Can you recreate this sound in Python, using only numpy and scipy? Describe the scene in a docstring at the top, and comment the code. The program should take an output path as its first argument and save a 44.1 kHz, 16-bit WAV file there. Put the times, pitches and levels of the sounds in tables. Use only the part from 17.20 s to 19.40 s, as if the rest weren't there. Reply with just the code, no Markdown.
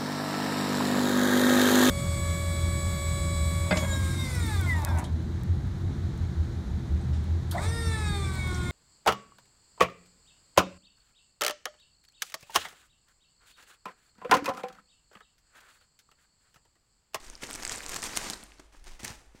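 """Unwrapping a packed bag

A thin plastic mailer is pulled off a packed fabric bag on a glass table in a living room.
The film slides with a hiss and crackle made of random pops; creases snap through as short ringing clicks,
and folds collapse in quick clusters of pops. The mailer comes free, with a smoother swish.
The fabric bag rubs in short grainy strokes and bumps with soft, damped knocks.
The room adds a brief fading ring, over quiet air, a low hum and swells of deep rumble.
"""
import sys
import numpy as np
from scipy import signal
from scipy.fft import rfft, irfft
from scipy.io import wavfile

SR = 44100
rng = np.random.default_rng(int(sys.argv[2]) if len(sys.argv) > 2 else 0)


def put_to_file(sound):
    """Save the sound as 16-bit audio at rate SR, in the file named by the first command-line argument."""
    columns = np.atleast_2d(sound).T  # one column per channel
    safe = np.clip(columns, -1, 1)
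    whole_steps = np.round(safe * 32767)
    wavfile.write(sys.argv[1], SR, whole_steps.astype(np.int16))


N = 97020  # length in samples: 2.2 s


def undb(db):
    """Turn decibels into a plain gain."""
    return 10 ** (np.asarray(db) / 20)


def unit(x):
    """Scale to an rms (average strength) of 1."""
    return x / np.sqrt(np.mean(x ** 2) + 1e-20)


def octaves(n):
    """Log2 frequency of each bin of an n-sample spectrum."""
    return np.log2(np.maximum(np.arange(n // 2 + 1) * SR / n, 1))


def curve(points, n):
    """Read a (Hz, dB) table as a gain in dB for each bin."""
    hz, db = np.array(points, float).T
    return np.interp(octaves(n), np.log2(hz), db)


def shape(x, db):
    """Filter with the given gain in each bin, without any sound ahead of its cause (minimum phase)."""
    n = len(x)
    cepstrum = irfft(np.log(undb(db)), n)
    # fold the backward half onto the forward half
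    cepstrum[1:n // 2] *= 2
    cepstrum[n // 2 + 1:] = 0
    return irfft(rfft(x) * np.exp(rfft(cepstrum)), n)


def add(out, start, x):
    """Mix a short sound in at a time in seconds."""
    i = int(np.clip(start * SR, 0, N - 1))
    out[i:i + len(x)] += x[:N - i]


def pops(n, per_s, spread_db):
    """Random impulses, many small and a few large."""
    chance = rng.random(n)
    size = np.minimum(rng.exponential(size=n), 4.5)
    sign = rng.choice([-1, 1], n)
    return unit((chance < per_s / SR) * sign * undb(spread_db * size))


def catching(t, depth_db):
    """Gain of a surface that catches and slips unevenly: a random level every few milliseconds."""
    step_s = 0.007
    steps = np.arange(0, N / SR, step_s)
    wobble = np.clip(rng.standard_normal(len(steps)), -2, 2)
    return undb(depth_db * np.interp(t, steps, wobble))


CRACKLE_PER_S = 1500  # pops per second, all bands together


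def crackle(n, spread_db, count=9):
    """Facets of several sizes pop independently, each size ringing in its own band."""
    centres_hz = np.linspace(1000, 10500, count)
    bin_hz = 2 ** octaves(n)
    rings = [1 + 12 * np.exp(-((bin_hz - hz) / 900) ** 2) for hz in centres_hz]
    total = np.sqrt(sum(ring ** 2 for ring in rings))  # keeps the combined colour even
    out = np.zeros(n)
    for ring in rings:
        facet_pops = pops(n, CRACKLE_PER_S / count, spread_db)
        out += shape(facet_pops, 20 * np.log10(ring / total))
    return out


# How fast the film slides over the bag, given as a loudness that glides from row to row.
# Each row: time in seconds, level in dB before the catching and the loss of treble.
SLIDE_LEVELS = [(0,-54),(.04,-50.5),(0.201,-59),(0.224,-47),(.28,-47.5),(.37,-47),(0.471,-46),(0.548,-39.5),(.60,-48.5),(.68,-45.5),(.73,-39),(.80,-44.5),(.85,-43),(.92,-43),(1.0,-41),(1.089,-39),(1.17,-52.5),(1.301,-60),(1.47,-67.5)]
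# Tone colour of the plastic film, also used for its collapsing folds. Each row: frequency in Hz, gain in dB.
FILM_COLOUR = [(59, -8.5), (100, -3.5), (177, -2.5), (275, 2.5), (589, -3), (640, -2), (712, -1.5),
               (774, -0.5), (1840, -1), (3320, -6.5), (7250, -4), (9150, -9), (10800, -18.5),
               (12800, -18.5), (15500, -28)]
CRACKLE_DB, CRACKLE_SPREAD_DB, HISS_DB = -2.5, 3.5, -4  # mix of crackle and hiss, before rescaling
FREE_S, FREE_FADE_S, FREE_GRAIN = 0.87, 0.044, 0.57  # once clear of the bag the film has less grain
DULL_HZ, DULL_SLOPE_DB = 4000, -3.5  # slow film loses treble above this, in dB per octave
DULLEST_DB, BRIGHTEST_DB = -66.5, -52.5  # slide levels where the film is fully dull and fully bright
FILM_CATCH_DB = 2.1


def sliding(t):
    """The moving film hisses and crackles in step with its speed, brighter when fast and smoother once free."""
    times, levels = np.array(SLIDE_LEVELS).T
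    db = np.interp(t, times, levels, right=-120)  # all but silent after the last row
    grip = 1 - (1 - FREE_GRAIN) * np.clip((t - FREE_S) / FREE_FADE_S, 0, 1)
    grain, hiss = grip * undb(CRACKLE_DB), undb(HISS_DB)
    rustle = grain * crackle(N, CRACKLE_SPREAD_DB) + hiss * rng.standard_normal(N)
    rustle /= np.hypot(grain, hiss)  # less grain does not mean less loud
    bright = unit(shape(rustle, curve(FILM_COLOUR, N)))
    dull = shape(bright, DULL_SLOPE_DB * np.maximum(octaves(N) - np.log2(DULL_HZ), 0))
    fast = np.clip((db - DULLEST_DB) / (BRIGHTEST_DB - DULLEST_DB), 0, 1)
    film = fast * bright + (1 - fast) * dull
    return undb(db) * catching(t, grip * FILM_CATCH_DB) * film


# Single creases snapping through. Each row: start in seconds, level in dB (energy spread over one
# millisecond, before the trim), ring frequency in Hz, half bandwidth in octaves.
CREASE_SNAPS = [(0.0818,-47,5460,0.36),(0.0998,-35.5,7500,0.46),(0.1532,-36.5,5200,0.2),(0.2338,-30.5,2180,0.34),(0.2374,-34.5,2400,2.5),(.2718,-39,7500,0.3),(0.3033,-36,6000,1.4),(0.3105,-30.5,6500,2.1),(.3312,-30,8000,0.21),(.340,-32,7000,0.75),(0.3514,-30.5,7500,0.46),(0.3577,-30.5,4970,1.7),(0.427,-32.5,5630,.3),(0.4333,-31.5,3000,2.6),(0.451,-24,6560,0.75),(0.451,-28,2190,0.64),(0.455,-35,7660,0.25),(0.4666,-30.5,1980,2.1),(0.4774,-26,7060,0.26),(.4953,-25,6600,.5),(0.4963,-29.5,2100,0.44),(.520,-25.5,5600,.5),(0.527,-31,5900,0.42),(0.5595,-29.5,8060,.25),(.5744,-34.5,7800,.5),(0.5825,-34,7200,0.82),(0.6057,-31.5,1900,0.41),(0.6633,-29,5600,0.96),(0.6935,-29,9000,0.56),(.744,-28.5,5000,2),(0.763,-28.5,6000,1.6),(0.7696,-31.5,6540,0.61),(.821,-30,6700,0.64),(.831,-29.5,1900,0.38),(.8394,-25.5,6550,0.81),(.9554,-31,5350,0.22),(0.9646,-36,5950,1.5),(0.9729,-18.5,7800,0.66),(1.0435,-32,6000,1.4),(1.1,-23.5,5800,0.85),(1.135,-28.5,4400,0.25),(1.2295,-42.5,3220,0.4),(1.2372,-39,9700,0.42),(1.3201,-45,2740,0.79),(1.3853,-52,4900,0.28),(1.6421,-46.5,8500,.6),(1.833,-38,6040,1.3),(1.850,-31,2000,.4),(1.857,-33.5,2000,0.52),(1.8795,-30.5,5970,0.65)]
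# Tone colour shared by all the snaps. Each row: frequency in Hz, gain in dB.
CREASE_COLOUR = [(100,16),(300,0),(1800,3),(3200,-1),(5500,-3),(8500,-3),(10500,-12.5),(15500,-15.5)]
SNAP_TRIM_DB, SNAP_SKIRT_DB = -0.5, -19.5  # the skirt is the level outside the ringing band
SNAP_FLUTTER, SNAP_DECAY_S = 0.37, 0.00052


def snaps(size=2048):
    """Each crease flips with a click and a millisecond of flutter in the band of its own facet."""
    out, t = np.zeros(N), np.arange(size) / SR
    for start, db, hz, width in CREASE_SNAPS:
        push = SNAP_FLUTTER * rng.standard_normal(size) * np.exp(-t / SNAP_DECAY_S)
        push[0] = 1  # the click itself
        away = (octaves(size) - np.log2(hz)) / width
        band = 1 / (1 + away ** 4) + undb(SNAP_SKIRT_DB)
        click = shape(push, curve(CREASE_COLOUR, size) + 20 * np.log10(band))
        click *= np.sqrt(SR / 1000) / np.linalg.norm(click)  # energy of one millisecond at rms 1
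        add(out, start, click * undb(db + SNAP_TRIM_DB))
    return out


# Folds collapsing in a cluster of crackles. Each row: centre in seconds, half length in seconds,
# level in dB at the top of the swell before the trim, treble tilt in dB per octave above 1000 Hz.
FOLD_CRUMPLES = [(.026,.012,-59,-17),(.225,0.0058,-39,0.5),(.237,0.0059,-34,-1),(.304,0.0032,-41,-10),(0.353,0.0084,-39,0),(0.424,0.0025,-35,0),(0.435,0.0026,-37,-1),(0.525,0.016,-37,2),(.638,.011,-44,4.5),(0.719,0.0049,-33.5,3),(.733,0.012,-37.5,-1),(.764,0.0039,-27.5,1.5),(0.83,0.0039,-31,2),(0.842,0.0094,-35,1.5),(0.861,0.017,-33.5,1.5),(0.97,0.011,-29,2),(0.9735,0.0015,-22.5,2),(1.106,0.0032,-32,5),(1.137,0.0057,-36.5,0),(1.232,0.0033,-45.5,-3.5),(1.400,0.0039,-45,-1),(1.549,0.0037,-50,-8.5),(1.848,0.0042,-30.5,6.5)]
CRUMPLE_TRIM_DB, CRUMPLE_SPREAD_DB = -3, 2


def crumples(size=8192):
    """A fold gives way in a quick swell of crackles."""
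    out, t = np.zeros(N), (np.arange(size) - size / 2) / SR
    for centre, half, db, tilt_db in FOLD_CRUMPLES:
        swell = np.exp(-(t / half) ** 2)
        tilt = tilt_db * np.maximum(octaves(size) - np.log2(1000), 0)
        swelling_pops = swell * pops(size, per_s=2800, spread_db=CRUMPLE_SPREAD_DB)
        burst = unit(shape(swelling_pops, curve(FILM_COLOUR, size) + tilt))
        burst *= np.sqrt(np.mean(swell ** 2))
        add(out, centre - size / 2 / SR, burst * undb(db + CRUMPLE_TRIM_DB))
    return out


# The fabric bag rubbing on hand and table. Each row: start in seconds, attack in seconds,
# hold in seconds, decay in seconds, level in dB before the trim and the catching.
RUB_STROKES = [(1.523,.002,0.033,0.075,-58),(1.637,0.032,0.043,0.042,-49),(1.792,0.001,0.022,0.031,-44),(1.828,0.018,0.014,0.023,-39.5),(1.872,0.013,0.024,0.034,-42.5),(1.965,0.022,0.029,.08,-64),(2.15,0.0023,0.031,0.056,-60.5)]
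# Tone colour of the rubbed fabric. Each row: frequency in Hz, gain in dB.
FABRIC_COLOUR = [(80,-3),(150,-7),(330,-3),(470,-10.5),(850,-1.5),(1200,-7),(2000,-3.5),(3400,-9.5),(6000,-8),(9000,-13),(11000,-22.5),(15500,-26.5)]
RUB_TRIM_DB, RUB_SPREAD_DB, RUB_CATCH_DB = -4.5, 3, 2


def rubs(t):
    """Short strokes of finely grained fabric friction."""
    effort = np.zeros(N)
    for start, attack, hold, decay, db in RUB_STROKES:
        rise = np.clip((t - start) / attack, 0, 1)
        fall = np.exp(-np.maximum(t - start - attack - hold, 0) / decay)
        effort += undb(db) * rise * fall
    grains = pops(N, per_s=3500, spread_db=RUB_SPREAD_DB)
    friction = unit(shape(grains, curve(FABRIC_COLOUR, N)))
    return undb(RUB_TRIM_DB) * effort * catching(t, RUB_CATCH_DB) * friction


# Soft knocks of the bag. Each row: start in seconds, peak level in dB, body frequency in Hz,
# decay of the scuff in seconds.
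BAG_KNOCKS = [(.231,-34.5,237,0.0083),(0.972,-38.5,123,0.012),(1.102,-35.5,228,0.027),(1.3963,-41,260,0.0068),(1.833,-36,116,0.018),(1.848,-42.5,106,.02),(1.902,-39.5,91,0.015),(2.1485,-42.5,217,0.0064)]
KNOCK_WIDTH_OCT, KNOCK_SLOPE_DB = 0.94, 11.5  # far from the body frequency, dB lost per such width
KNOCK_SCUFF = 0.045


def knocks(size=8192):
    """The padded bag bumps: a dull, heavily damped push with a scuff."""
    out, t = np.zeros(N), np.arange(size) / SR
    for start, db, hz, decay in BAG_KNOCKS:
        push = KNOCK_SCUFF * rng.standard_normal(size) * np.exp(-t / decay)
        push[0] = 1  # the bump itself
        away = (octaves(size) - np.log2(hz)) / KNOCK_WIDTH_OCT
        thud = shape(push, -KNOCK_SLOPE_DB * np.sqrt(1 + away ** 2))
        add(out, start, thud / np.abs(thud).max() * undb(db))
    return out


# How the room rings, band by band. Each row: band centre in Hz, time to fade by 60 dB in seconds,
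# level in dB before the noise is split into bands.
ROOM_BANDS = [(150,0.38,-9),(484,0.64,-5.5),(1480,0.77,-12),(3900,0.36,-12.5),(8000,0.76,-15.5),(14000,.33,-11.5)]
ROOM_GAP_S = 0.0044  # pause before the first reflection


def room(x, size=32768):
    """Diffuse reflections: bands of noise, each fading at its own rate."""
    t, tail = np.arange(size) / SR, np.zeros(size)
    noise = rfft(rng.standard_normal(size))
    centres = np.log2([row[0] for row in ROOM_BANDS])
    # each row of the identity matrix picks one band, cross-faded into its neighbours
    for own, (hz, t60, db) in zip(np.eye(len(ROOM_BANDS)), ROOM_BANDS):
        fade = (t > ROOM_GAP_S) * np.exp(-np.log(1000) * t / t60)
        band = irfft(noise * np.interp(octaves(size), centres, own), size)
        tail += undb(db) * band * fade / np.linalg.norm(fade)
    return signal.fftconvolve(x, tail)[:N]


# Swells of deep rumble. 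Each row: centre in seconds, half length in seconds, level in dB at the top.
RUMBLE_SWELLS = [(.08,0.079,-48.5),(0.23,0.032,-51),(0.422,0.082,-44),(0.69,0.065,-49),(.95,.15,-50.5),(1.635,0.075,-44.5),(1.718,0.045,-47)]
# Tone colour of the rumble. Each row: frequency in Hz, gain in dB.
RUMBLE_COLOUR = [(8,-3.5),(20,8.5),(32,-2.5),(60,-25),(150,-31),(600,-107)]
# Tone colour of the room air. Each row: frequency in Hz, gain in dB.
AIR_COLOUR = [(20,-0.5),(60,-3),(120,-25),(400,-22),(2000,-28.5),(8000,-35.5),(16000,-53)]
AIR_DB, HUM_HZ, HUM_DB = -61, 49.3, -62.5  # rms levels


def background(t):
    """Room air and deep rumble from filtered noise, with a low hum from a sine."""
    swell = sum(undb(db) * np.exp(-((t - centre) / half) ** 2) for centre, half, db in RUMBLE_SWELLS)
    rumble = unit(shape(rng.standard_normal(N), curve(RUMBLE_COLOUR, N)))
    air = unit(shape(rng.standard_normal(N), curve(AIR_COLOUR, N)))
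    hum = np.sqrt(2) * np.sin(2 * np.pi * HUM_HZ * t)
    return swell * rumble + undb(AIR_DB) * air + undb(HUM_DB) * hum


def scene():
    """Mailer and bag close by, in the room."""
    t = np.arange(N) / SR
    near = sliding(t) + snaps() + crumples() + rubs(t) + knocks()
    return (near + room(near) + background(t))[None]


TOP_HZ = 15900


def record(dry):
    """A steep low-pass filter removes the very top of the treble."""
    low_pass = signal.ellip(10, .2, 80, TOP_HZ, fs=SR, output="sos")  # ripple 0.2 dB, stop 80 dB
    return signal.sosfilt(low_pass, dry)


dry = scene()
out = record(dry)
put_to_file(out)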